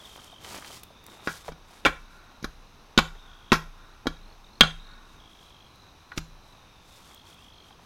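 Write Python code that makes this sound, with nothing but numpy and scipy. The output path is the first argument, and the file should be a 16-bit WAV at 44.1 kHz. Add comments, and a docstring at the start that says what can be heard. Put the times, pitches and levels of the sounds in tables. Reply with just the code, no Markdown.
"""Boots rustle through grass, then a steel bar pounds the soil around a bamboo post in a yard by a hut.
Each blow cracks as filtered noise, rings bar and post as dying sines, thumps the ground and shakes the
microphone stand; delayed and scattered copies echo it off hut and hillside.
Birds or insects trill in the distance as trains of sliding whistles, over the noise hush of a wooded valley."""
import sys
import numpy as np
from scipy import signal
from scipy.fft import rfft, irfft
from scipy.io import wavfile
from scipy.ndimage import uniform_filter1d

SR = 44100
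rng = np.random.default_rng(int(sys.argv[2]) if len(sys.argv) > 2 else 0)


def file_out(sig):
    """Save sig as 16-bit WAV at sys.argv[1]."""
    # one column per channel
    cols = np.atleast_2d(sig).T
    # limit, then scale
    lim = np.clip(cols, -1, 1)
    pcm = np.round(lim * 32767).astype(np.int16)
    wavfile.write(sys.argv[1], SR, pcm)


N = 346185  # length in samples


def amp(db):
    """dB to gain."""
    return 10 ** (np.asarray(db) / 20)


def evened(x):
    """Scales to rms 1."""
    return x / np.sqrt(np.mean(x ** 2) + 1e-20)


def read(points, hz):
    """Reads a (Hz, value) table on a log-frequency axis."""
    f, value = np.transpose(points)
    return np.interp(np.log(hz + 1), np.log(f + 1), value)


def add(mix, start_s, sound):
    """Mixes a sound in at its start time, cut off at the end of the mix."""
    part = mix[round(start_s * SR):][:len(sound)]
    part += sound[:len(part)]


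def coloured(x, points):
    """Shapes the spectrum of x by a table, then scales to rms 1."""
    spectrum = rfft(x) * amp(read(points, np.fft.rfftfreq(len(x), 1 / SR)))
    return evened(irfft(spectrum, len(x)))


def band(x, lo_hz, hi_hz):
    """Causal band-pass."""
    edges = [lo_hz, min(hi_hz, SR / 2.2)]
    return signal.sosfilt(signal.butter(2, edges, "band", fs=SR, output="sos"), x)


def drift(size):
    """Slow random wandering of rms 1, smoothed twice over size samples."""
    once = uniform_filter1d(rng.standard_normal(N), size)
    return evened(uniform_filter1d(once, size))


def flutter(size, length=N):
    """Quicker random wandering of rms 1, smoothed once over size samples."""
    return evened(uniform_filter1d(rng.standard_normal(length), size))


def ring(modes, length, spread_db):
    """Dying sines of peak 1; random mode levels, as each strike point favours other modes."""
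    t = np.arange(length) / SR
    out = np.zeros(length)
    for hz, db, t60_s in modes:
        luck_db = spread_db * rng.standard_normal()
        out += amp(db + luck_db - 60 * t / t60_s) * np.sin(2 * np.pi * hz * t)
    return out / abs(out).max()


def scatter(decays, swell_s):
    """Dense reflections of energy 1 that swell in, each band dying at its own speed."""
    hz, t, z = signal.stft(rng.standard_normal(SR + SR // 2), SR, nperseg=256)
    tail = signal.istft(z * amp(-60 * t / read(decays, hz)[:, None]), SR, nperseg=256)[1]
    tail = tail * np.clip(np.arange(len(tail)) / SR / swell_s, 0, 1) ** 2
    return tail / np.linalg.norm(tail)


# spectrum of the valley air: hz [Hz], density_db [dB, relative]
HUSH_SPECTRUM = [(12, -23.5), (20, 4.5), (116, -3.5), (558, -13), (802, -10), (1090, -8.5), (2020, -20.5),
                 (2530, -14.5), (3250, -20.5), (3740, -16), (4420, -22), (6180, -20.5), (7110, -32.5),
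                 (12100, -33), (16000, -39)]
HUSH_RMS_DB, PATCH_DB = -55, 0.6


def valley_hush():
    """Valley air: random short-time spectra whose level varies in drifting patches of time and pitch."""
    frames, hz = N // 256 + 5, np.fft.rfftfreq(1024, 1 / SR)
    real, imaginary, patches = rng.standard_normal((frames, 513, 3)).T
    patches = evened(uniform_filter1d(uniform_filter1d(patches, 12, 0), 14, 1))
    level = amp(read(HUSH_SPECTRUM, hz)[:, None] + PATCH_DB * patches)
    air = signal.istft((real + 1j * imaginary) * level, nperseg=1024, noverlap=768)[1][:N]
    return amp(HUSH_RMS_DB) * evened(air)


# trills: start_s [s], end_s [s], mean_rate [notes per s], first_hz [Hz], last_hz [Hz],
# level_db [dB, before the random note strength]
TRILL_RUNS = [(.012, .752, 47, 3200, 3120, -48), (3.16, 3.2, 50, 3300, 3300, -57),
              (3.2755, 3.645, 53.5, 3350, 3250, -52), (3.8, 3.94, 45, 3700, 4000, -57),
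              (4.12, 4.34, 45, 3700, 4350, -54), (4.44, 4.6, 45, 3700, 4350, -54),
              (4.8, 4.945, 45, 3900, 4350, -55), (5.1985, 5.672, 51.8, 3300, 3250, -51),
              (5.75, 5.91, 45, 4000, 3950, -57), (6.42, 6.6, 48, 4000, 3750, -57),
              (7.035, 7.07, 55, 3300, 3300, -58), (7.1005, 7.735, 51.4, 3300, 3230, -51.5),
              (7.17, 7.28, 45, 4100, 4400, -58), (7.53, 7.66, 45, 4150, 4250, -57)]
# single whistles: start_s [s], end_s [s], first_hz [Hz], last_hz [Hz], peak_db [dB]
SINGLE_WHISTLES = [(0.0, .012, 3550, 3250, -45), (.044, .064, 3850, 3200, -44),
                   (.322, .336, 3700, 3600, -49), (7.355, 7.435, 2400, 2950, -59.5),
                   (7.425, 7.5, 2930, 3000, -63)]
# breakpoints of the far warble: time_s [s], level_db [dB, relative], pitch_hz [Hz]
FAR_WARBLE = [(0.0, -55, 3670), (.39, -64.5, 3680), (.85, -62.5, 3710), (1.35, -56, 3664), (1.5, -67, 3795),
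              (2.27, -61.5, 3905), (2.65, -64.5, 3950), (2.91, -74, 3790), (3.171, -59, 3725),
              (3.821, -70, 3790), (4.501, -75, 3800), (4.74, -54, 3774), (5.4, -63, 3800),
              (5.62, -64, 4030), (5.85, -62, 3960), (6.199, -61, 3980), (6.5, -67, 3865),
              (6.801, -60.5, 3604), (7.3, -66, 3580), (7.85, -71, 3785)]
# far scatter, for the trees here and for the hillside echoes: hz [Hz], t60_s [s]
FAR_DECAY = [(200, .5), (700, 0.6), (1400, 1.6), (4000, 0.53), (8000, 0.55)]
SLOWING_PER_S2 = 11  # a trill slows by this many notes per s each second
SLIDE_SHARE = .17  # each trill note slides down by this share of its pitch
WARBLE_SWING_DB, WARBLE_FLUTTER_DB, WARBLE_ROAM_HZ = 1.5, 2.4, 60
NOTE_STRENGTH_DB = 2.2  # random spread of note strength
WARBLE_DIRECT_DB, WARBLE_BLUR_DB, TRILL_BLUR_DB = -8, -6.5, -12


def notes(per_s, hz, fall_hz, duty):
    """A train of short whistles, each sliding down in pitch, with a weak octave."""
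    turn = np.minimum(np.cumsum(per_s) / SR % 1 / duty, 1)  # progress through a note, 0 to 1
    phase = 2 * np.pi * np.cumsum(hz + fall_hz * (.5 - turn)) / SR
    return np.sin(np.pi * turn) ** 2 * (np.sin(phase) + .06 * np.sin(2 * phase))


def trills():
    """Trains of sliding whistles that slow as they run, and single gliding whistles."""
    out = np.zeros(N)
    for start_s, end_s, mean_rate, first_hz, last_hz, level_db in TRILL_RUNS:
        t = np.arange(0, end_s - start_s, 1 / SR)
        hz = np.linspace(first_hz, last_hz, len(t))
        rate = mean_rate - SLOWING_PER_S2 * (t - t.mean())
        add(out, start_s, amp(level_db) * notes(rate, hz, SLIDE_SHARE * hz, .6))
    out = out * amp(NOTE_STRENGTH_DB * flutter(900))
    for start_s, end_s, first_hz, last_hz, peak_db in SINGLE_WHISTLES:
        hz = np.linspace(first_hz, last_hz, round((end_s - start_s) * SR))
        whistle = np.hanning(len(hz)) ** .5 * np.sin(2 * np.pi * np.cumsum(hz) / SR)
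        add(out, start_s, amp(peak_db) * whistle)
    return out


def far_warble():
    """An unbroken train of sliding whistles whose rate, pitch and level wander."""
    t, (time_s, level_db, pitch_hz) = np.arange(N) / SR, np.transpose(FAR_WARBLE)
    rate = 45 * (1 + .15 * flutter(1500))
    hz = np.interp(t, time_s, pitch_hz) + WARBLE_ROAM_HZ * drift(3000)
    wander_db = WARBLE_FLUTTER_DB * flutter(1500) + WARBLE_SWING_DB * drift(3000)
    return evened(notes(rate, hz, 430, 0.29)) * amp(np.interp(t, time_s, level_db) + wander_db)


def callers():
    """Trills, single whistles and the far warble, blurred by scattering off the trees."""
    near, far = trills(), far_warble()
    trees = scatter(FAR_DECAY, 0.0083)[:SR // 4]
    blurred = signal.fftconvolve(amp(TRILL_BLUR_DB) * near + amp(WARBLE_BLUR_DB) * far, trees)[:N]
    return near + amp(WARBLE_DIRECT_DB) * far + blurred


# brushes of grainy noise, mostly boots and cloth in grass, one short burst at the 6.18 s blow:
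# peak_s [s], length_s [s], fine_db (rustle) [dB, before flicker], coarse_db (scuff) [dB, before flicker]
GRAINY_BRUSHES = [(0.023, 0.31, -60.5, -60), (.16, 0.47, -56.5, -57.5), (0.263, 0.07, -60, -57),
                  (0.448, 0.082, -53.5, -51.5), (0.53, 0.19, -44, -44.5), (0.665, .11, -48.5, -49),
                  (0.752, 0.12, -48, -51), (1.128, 0.17, -58.5, -51), (1.264, 0.16, -59, -54.5),
                  (1.335, 0.19, -47.5, -53), (1.475, 0.07, -53, -50.5), (1.754, 0.18, -59.5, -60.5),
                  (2.0, 0.074, -68, -74), (2.147, 0.12, -67, -64), (5.12, 0.17, -67, -63),
                  (5.319, 0.067, -66, -75), (5.44, .2, -65, -73), (6.18, 0.031, -45, -43),
                  (6.503, .2, -69, -67.5), (6.956, 0.24, -58.5, -68), (7.1, .16, -58.5, -57.5),
                  (7.302, 0.12, -58.5, -70), (7.423, 0.18, -64.5, -77), (7.68, .12, -66, -70),
                  (7.85, .1, -67, -77)]
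# spectrum of the fine grains: hz [Hz], density_db [dB, relative]
FINE_SPECTRUM = [(1180, -48.5), (2000, -1), (2880, -2), (3140, 1), (4300, 0.5), (6200, -1), (11600, -7.5),
                 (16000, -15.5)]
# spectrum of the coarse grains: hz [Hz], density_db [dB, relative]
COARSE_SPECTRUM = [(35, -47.5), (60, 4.5), (324, 2.5), (360, 6), (494, 3), (1030, 5), (3540, -10),
                   (4000, -11), (5200, -43.5), (8800, -120)]
BRUSH_EDGE_DB = -13  # level half a length either side of the peak, relative to it
STIR_DB, STIR_SWING_DB = -68, 4  # the grass never lies quite still
FLICKER_DB = 1.6


def grain_texture(spectrum, grains_per_s):
    """Random grains of uneven size over steady noise, given a spectrum."""
    size = amp(3. * np.minimum(rng.exponential(1, N), 3.3))
    grains = size * (rng.random(N) < grains_per_s / SR) * rng.standard_normal(N)
    return coloured(evened(grains) + .5 * rng.standard_normal(N), spectrum)


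def rustle():
    """Dense grains, mostly fine for blades and cloth, coarse for soles; each brush swells and fades."""
    t, (peak_s, length_s, fine_db, coarse_db) = np.arange(N) / SR, np.transpose(GRAINY_BRUSHES)
    sparse_t = t[::64]  # levels are worked out sparsely, then interpolated
    swell_db = BRUSH_EDGE_DB * (2 * (sparse_t - peak_s[:, None]) / length_s[:, None]) ** 2
    out = np.zeros(N)
    # only the coarse layer carries the constant stirring
    for spectrum, db, stir, per_s in ((FINE_SPECTRUM, fine_db, 0, 6000), (COARSE_SPECTRUM, coarse_db, 1, 1200)):
        brush_level = np.sqrt((amp(db[:, None] + swell_db) ** 2).sum(0))
        brushing = np.interp(t, sparse_t, brush_level)
        level = np.hypot(brushing, stir * amp(STIR_DB + STIR_SWING_DB * drift(2000)))
        out += grain_texture(spectrum, per_s) * level * amp(FLICKER_DB * flutter(500))
    return out


# stems and dry blades snapping: start_s [s], peak_db [dB], centre_hz [Hz], width [octaves]
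STEM_SNAPS = [(.058, -44, 7800, 2.7), (.1644, -41, 12300, 2.7), (.177, -39.5, 580, 1.08),
              (.188, -43.5, 1360, 0.37), (.244, -36.5, 3630, 3.2), (.327, -41.5, 750, 0.65),
              (.445, -33, 1100, 3.9), (0.488, -43, 1060, 1.1), (.567, -34, 700, 2.6),
              (0.623, -32.5, 1410, 0.82), (.646, -31.5, 1310, 2.9), (0.703, -36.5, 685, 1.3),
              (.8335, -29.5, 3150, 13), (0.903, -44, 553, 0.66), (1.04, -44, 10200, 2.5),
              (1.065, -33, 11000, 4.2), (1.706, -44, 585, 1.2), (1.771, -57, 900, 1),
              (5.758, -52, 11000, 1.1), (7.1462, -39, 10600, 2.7), (7.3422, -49, 11000, 2.2),
              (7.707, -41, 990, 0.9), (7.795, -44, 690, 1.1)]
# thin blades die sooner: hz [Hz], t60_s [s]
SNAP_DECAY_BY_PITCH = [(1000, 0.03), (9000, 0.0099)]


def snaps():
    """Short dying bursts of noise around each centre, higher ones shorter."""
    out, t = np.zeros(N), np.arange(900) / SR
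    for start_s, peak_db, centre_hz, octaves in STEM_SNAPS:
        half_width = 2 ** (octaves / 2)
        noise = rng.standard_normal(len(t)) * amp(-60 * t / read(SNAP_DECAY_BY_PITCH, centre_hz))
        burst = band(noise, centre_hz / half_width, centre_hz * half_width)
        add(out, start_s, amp(peak_db) * burst / abs(burst).max())
    return out


# smeared echoes off hut walls and roof: delay_s [s], level_db [dB]
HUT_ECHOES = [(0.03, -39), (0.063, -31.5), (.092, -34), (.122, -53.5)]
# near scatter: hz [Hz], t60_s [s]
YARD_DECAY = [(100, 0.066), (500, 0.28), (1400, 0.3), (4000, 0.23), (10000, 0.4)]
YARD_DB, HILL_DB = -14, -40.5
FAR_SLOPE_S, FAR_SLOPE_DB, FAR_SLOPE_BAND_HZ = .17, -38, (700, 1650)  # a late, slowly swelling echo


def yard(x):
    """Smeared echoes off the hut, near scatter and faint long tails off the hillside."""
    taps = np.zeros(SR // 5)
    for delay_s, level_db in HUT_ECHOES:
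        smear = rng.standard_normal(600) * np.hanning(600) / np.sqrt(225)
        add(taps, delay_s, amp(level_db) * smear)
    out = signal.fftconvolve(band(x, 500, 5500), taps)[:N]
    out += amp(YARD_DB) * signal.fftconvolve(x, scatter(YARD_DECAY, 0.0071))[:N]
    late = signal.fftconvolve(band(x, *FAR_SLOPE_BAND_HZ), scatter(FAR_DECAY, 0.11))
    add(out, FAR_SLOPE_S, amp(FAR_SLOPE_DB) * late)
    hillside = signal.fftconvolve(band(x, 700, 4100), scatter(FAR_DECAY, 0.063))[:N]
    return out + amp(HILL_DB) * hillside


# what the ground carries: start_s [s], boom_db [dB], thump_db [dB], shake_db [dB]
GROUND_QUAKES = [(1.281, -41.5, -45, -49), (1.491, -42, -47, -38.5), (1.865, -37.5, -56, -29.5),
                 (2.45, -46.5, -45, -33.5), (2.981, -26.5, -24, -25.5), (3.525, -24.5, -32, -27.5),
                 (4.075, -37, -46.5, -31.5), (4.615, -22.5, -27.5, -26), (6.182, -35, -32.5, -32.5)]
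# microphone stand swaying: hz [Hz], level_db [dB, relative], t60_s [s]
STAND_MODES = [(27.48, -7, 1.76), (33.4, -3.5, 0.59), (56, -2.5, 0.34)]
# air in the hollow post: hz [Hz], level_db [dB, relative], t60_s [s]
POST_AIR_MODES = [(160, 0, 0.29)]
# the soil heaving: hz [Hz], level_db [dB, relative], t60_s [s]
SOIL_MODES = [(105, -8, 0.037), (72, -9, .13)]


def ground_shake():
    """Low dying sines: the stand shakes, the hollow post booms and the soil thumps."""
    out = np.zeros(N)
    for start_s, boom_db, thump_db, shake_db in GROUND_QUAKES:
        add(out, start_s, amp(shake_db) * ring(STAND_MODES, SR, 1))
        add(out, start_s, amp(boom_db) * ring(POST_AIR_MODES, SR, 0))
        add(out, start_s, amp(thump_db) * ring(SOIL_MODES, SR, 0))
    return out


FAVOUR_DB = 9  # lost per octave by modes away from the crack


def struck(modes, crack_hz, share):
    """Favours the modes near the crack and scales each ring's length by the ring share."""
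    return [(hz, db - FAVOUR_DB * abs(np.log2(hz / crack_hz)), t60_s * share) for hz, db, t60_s in modes]


# contacts of the bar, and at 4.634 s a close echo of the blow before it:
# start_s [s], crack_db [dB], crack_hz [Hz], thud_db [dB], thud_hz [Hz], post_db [dB], bar_db [dB],
# grit_db [dB], crumble_t60_s [s], ring_share [factor on ring length]; each dB is a layer's gain
BLOW_SOUNDS = [(1.2729, -31.5, 1200, -21, 292, -17, -28.5, -41, 0.11, 0.9),
               (1.338, -54, 1500, -58, 200, -39, -50.5, -48, 0.04, .7),
               (1.481, -23, 800, -35, 502, -55, -35, -48, 0.011, 0.83),
               (1.4867, -23, 600, -26.5, 463, -42, -59, -53, 0.038, 0.77),
               (1.519, -46, 740, -37, 270, -39, -40, -55, .045, 0.6),
               (1.8499, -18, 2190, -14.5, 484, -21, -36, -66, 0.04, .8),
               (1.855, -26.5, 1400, -12.5, 487, -7, -8.5, -108, 0.12, 0.39),
               (1.8608, -20, 1400, -8, 284, -6.5, -15, -93, 0.08, 0.57),
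               (2.427, -56, 2300, -30.5, 155, -51, -42, -48.5, 0.065, .7),
               (2.437, -50, 2300, -38, 198, -51, -41.5, -61, 0.031, 1.1),
               (2.4427, -36.5, 1200, -29, 278, -19.5, -26, -37, 0.056, 0.48),
               (2.9765, -14, 3150, -4.5, 217, -8.5, -5, -27, 0.073, 0.69),
               (2.9858, -10.5, 1010, -16, 513, -18, -5, -23.5, 0.054, 0.3),
               (3.519, -4, 2130, -4.5, 230, -2.5, -41, -37.5, 0.02, 0.56),
               (3.525, -5, 890, -10.5, 381, -25, -26.5, -24.5, 0.018, 1),
               (3.529, -22, 1440, -22, 419, -9.5, -12, -26, 0.12, 0.56),
               (4.057, -33, 740, -25.5, 266, -52, -61, -70, 0.054, .7),
               (4.069, -56, 3333, -13, 277, -16, -17, -35.5, 0.062, .6),
               (4.608, -7.5, 2800, -11, 220, -0.5, 2.5, -39, 0.043, 0.96),
               (4.634, -30, 2500, -24, 200, -11.5, -15, -47.5, 0.087, 0.75),
               (6.1181, -39, 1250, -67.5, 390, -28, -57, -66, 0.053, 0.53),
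               (6.1755, -27.5, 3780, -20, 179, -52, -50.5, -34, 0.02, 0.58),
               (6.179, -24, 1680, -32.5, 278, -29, -43, -31, 0.023, .6)]
# rings of the post: hz [Hz], level_db [dB, relative], t60_s [s, before ring_share]
POST_MODES = [(420, -4, .03), (540, -6, .03), (860, -1, .035), (1150, -2, .055), (1385, 0, .06),
              (1468, -1, .07), (1555, -4, .05), (1640, -1, .07), (1918, -4, .04)]
# rings of the bar: hz [Hz], level_db [dB, relative], t60_s [s, before ring_share]
BAR_MODES = [(2300, 3, .045), (2545, -10, .05), (2826, -13, .04), (3170, -4, .04), (3250, 0, .065),
             (3515, 0, .05), (3842, -2, .06), (3930, -5, .04), (4560, -25, .13), (4950, -19, .04),
             (5410, -12, .035), (6050, -20, .04), (6500, -15, .035)]
CRACK_WIDTH = 1.475  # a crack spans this frequency ratio either side of its centre
THUD_T60_S, THUD_RISE_S, ONSET_RISE_S = .033, .001, .0005
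LUMPS_DB = 2  # unevenness of the crumbling soil
POST_TOP_HZ = 1350  # the post is woken as if by a crack no higher than this
POST_SPREAD_DB, BAR_SPREAD_DB = 2.83, 1.27


def crumbling(t, t60_s):
    """Soil crumbling in uneven lumps: dying noise, sharpest at its start."""
    level_db = LUMPS_DB * flutter(60, len(t)) - 60 * t / t60_s
    crumble = rng.standard_normal(len(t)) * amp(level_db) * np.minimum(t / 0.0014, 1)
    return crumble * (3 + 5 * np.exp(-t / 0.0019))


def thud(t, hz):
    """The ground is pushed in and springs back in a fast-dying low tone with a weak upper partial."""
    push = np.cos(2 * np.pi * hz * (t - THUD_RISE_S / 2)) + 0.22 * np.sin(2 * np.pi * 1.6 * hz * t)
    return amp(-60 * t / THUD_T60_S) * push * np.minimum(t / THUD_RISE_S, 1)


def blows():
    """Cracks and grit as filtered noise, a ground thud, and post and bar ringing as dying sines."""
    out, t = np.zeros(N), np.arange(6000) / SR
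    for (start_s, crack_db, crack_hz, thud_db, thud_hz, post_db, bar_db, grit_db,
         crumble_t60_s, ring_share) in BLOW_SOUNDS:
        crumble = crumbling(t, crumble_t60_s)
        chatter = np.r_[1, .025 * crumble[:2000]]  # the strike, then lumps that keep knocking bar and post
        sound = amp(crack_db) * band(crumble, crack_hz / CRACK_WIDTH, crack_hz * CRACK_WIDTH)
        sound += amp(grit_db) * (band(crumble, 4800, 6800) + 0.25 * band(crumble, 6500, 12500))
        sound += amp(thud_db) * thud(t, thud_hz)
        post = ring(struck(POST_MODES, min(crack_hz, POST_TOP_HZ), ring_share), len(t), POST_SPREAD_DB)
        bar = ring(struck(BAR_MODES, crack_hz, ring_share), len(t), BAR_SPREAD_DB)
        sound += signal.fftconvolve(amp(post_db) * post + amp(bar_db) * bar, chatter)[:len(t)]
        add(out, start_s, sound * np.minimum(t / ONSET_RISE_S, 1))
    return out


def scene():
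    """All sources, mono; blows and snaps also echo around the yard."""
    echoing = blows() + snaps()
    background = valley_hush() + callers() + rustle()
    return (background + ground_shake() + yard(echoing) + echoing)[None]


EDGE_HZ = 16200  # top of the band


def record(dry):
    clipped = np.clip(dry, -1.02, 1.02)
    lowpass = signal.firwin(255, EDGE_HZ, window=("kaiser", 7), fs=SR)
    return signal.oaconvolve(clipped, lowpass[None], "same")


dry = scene()
out = record(dry)
file_out(out)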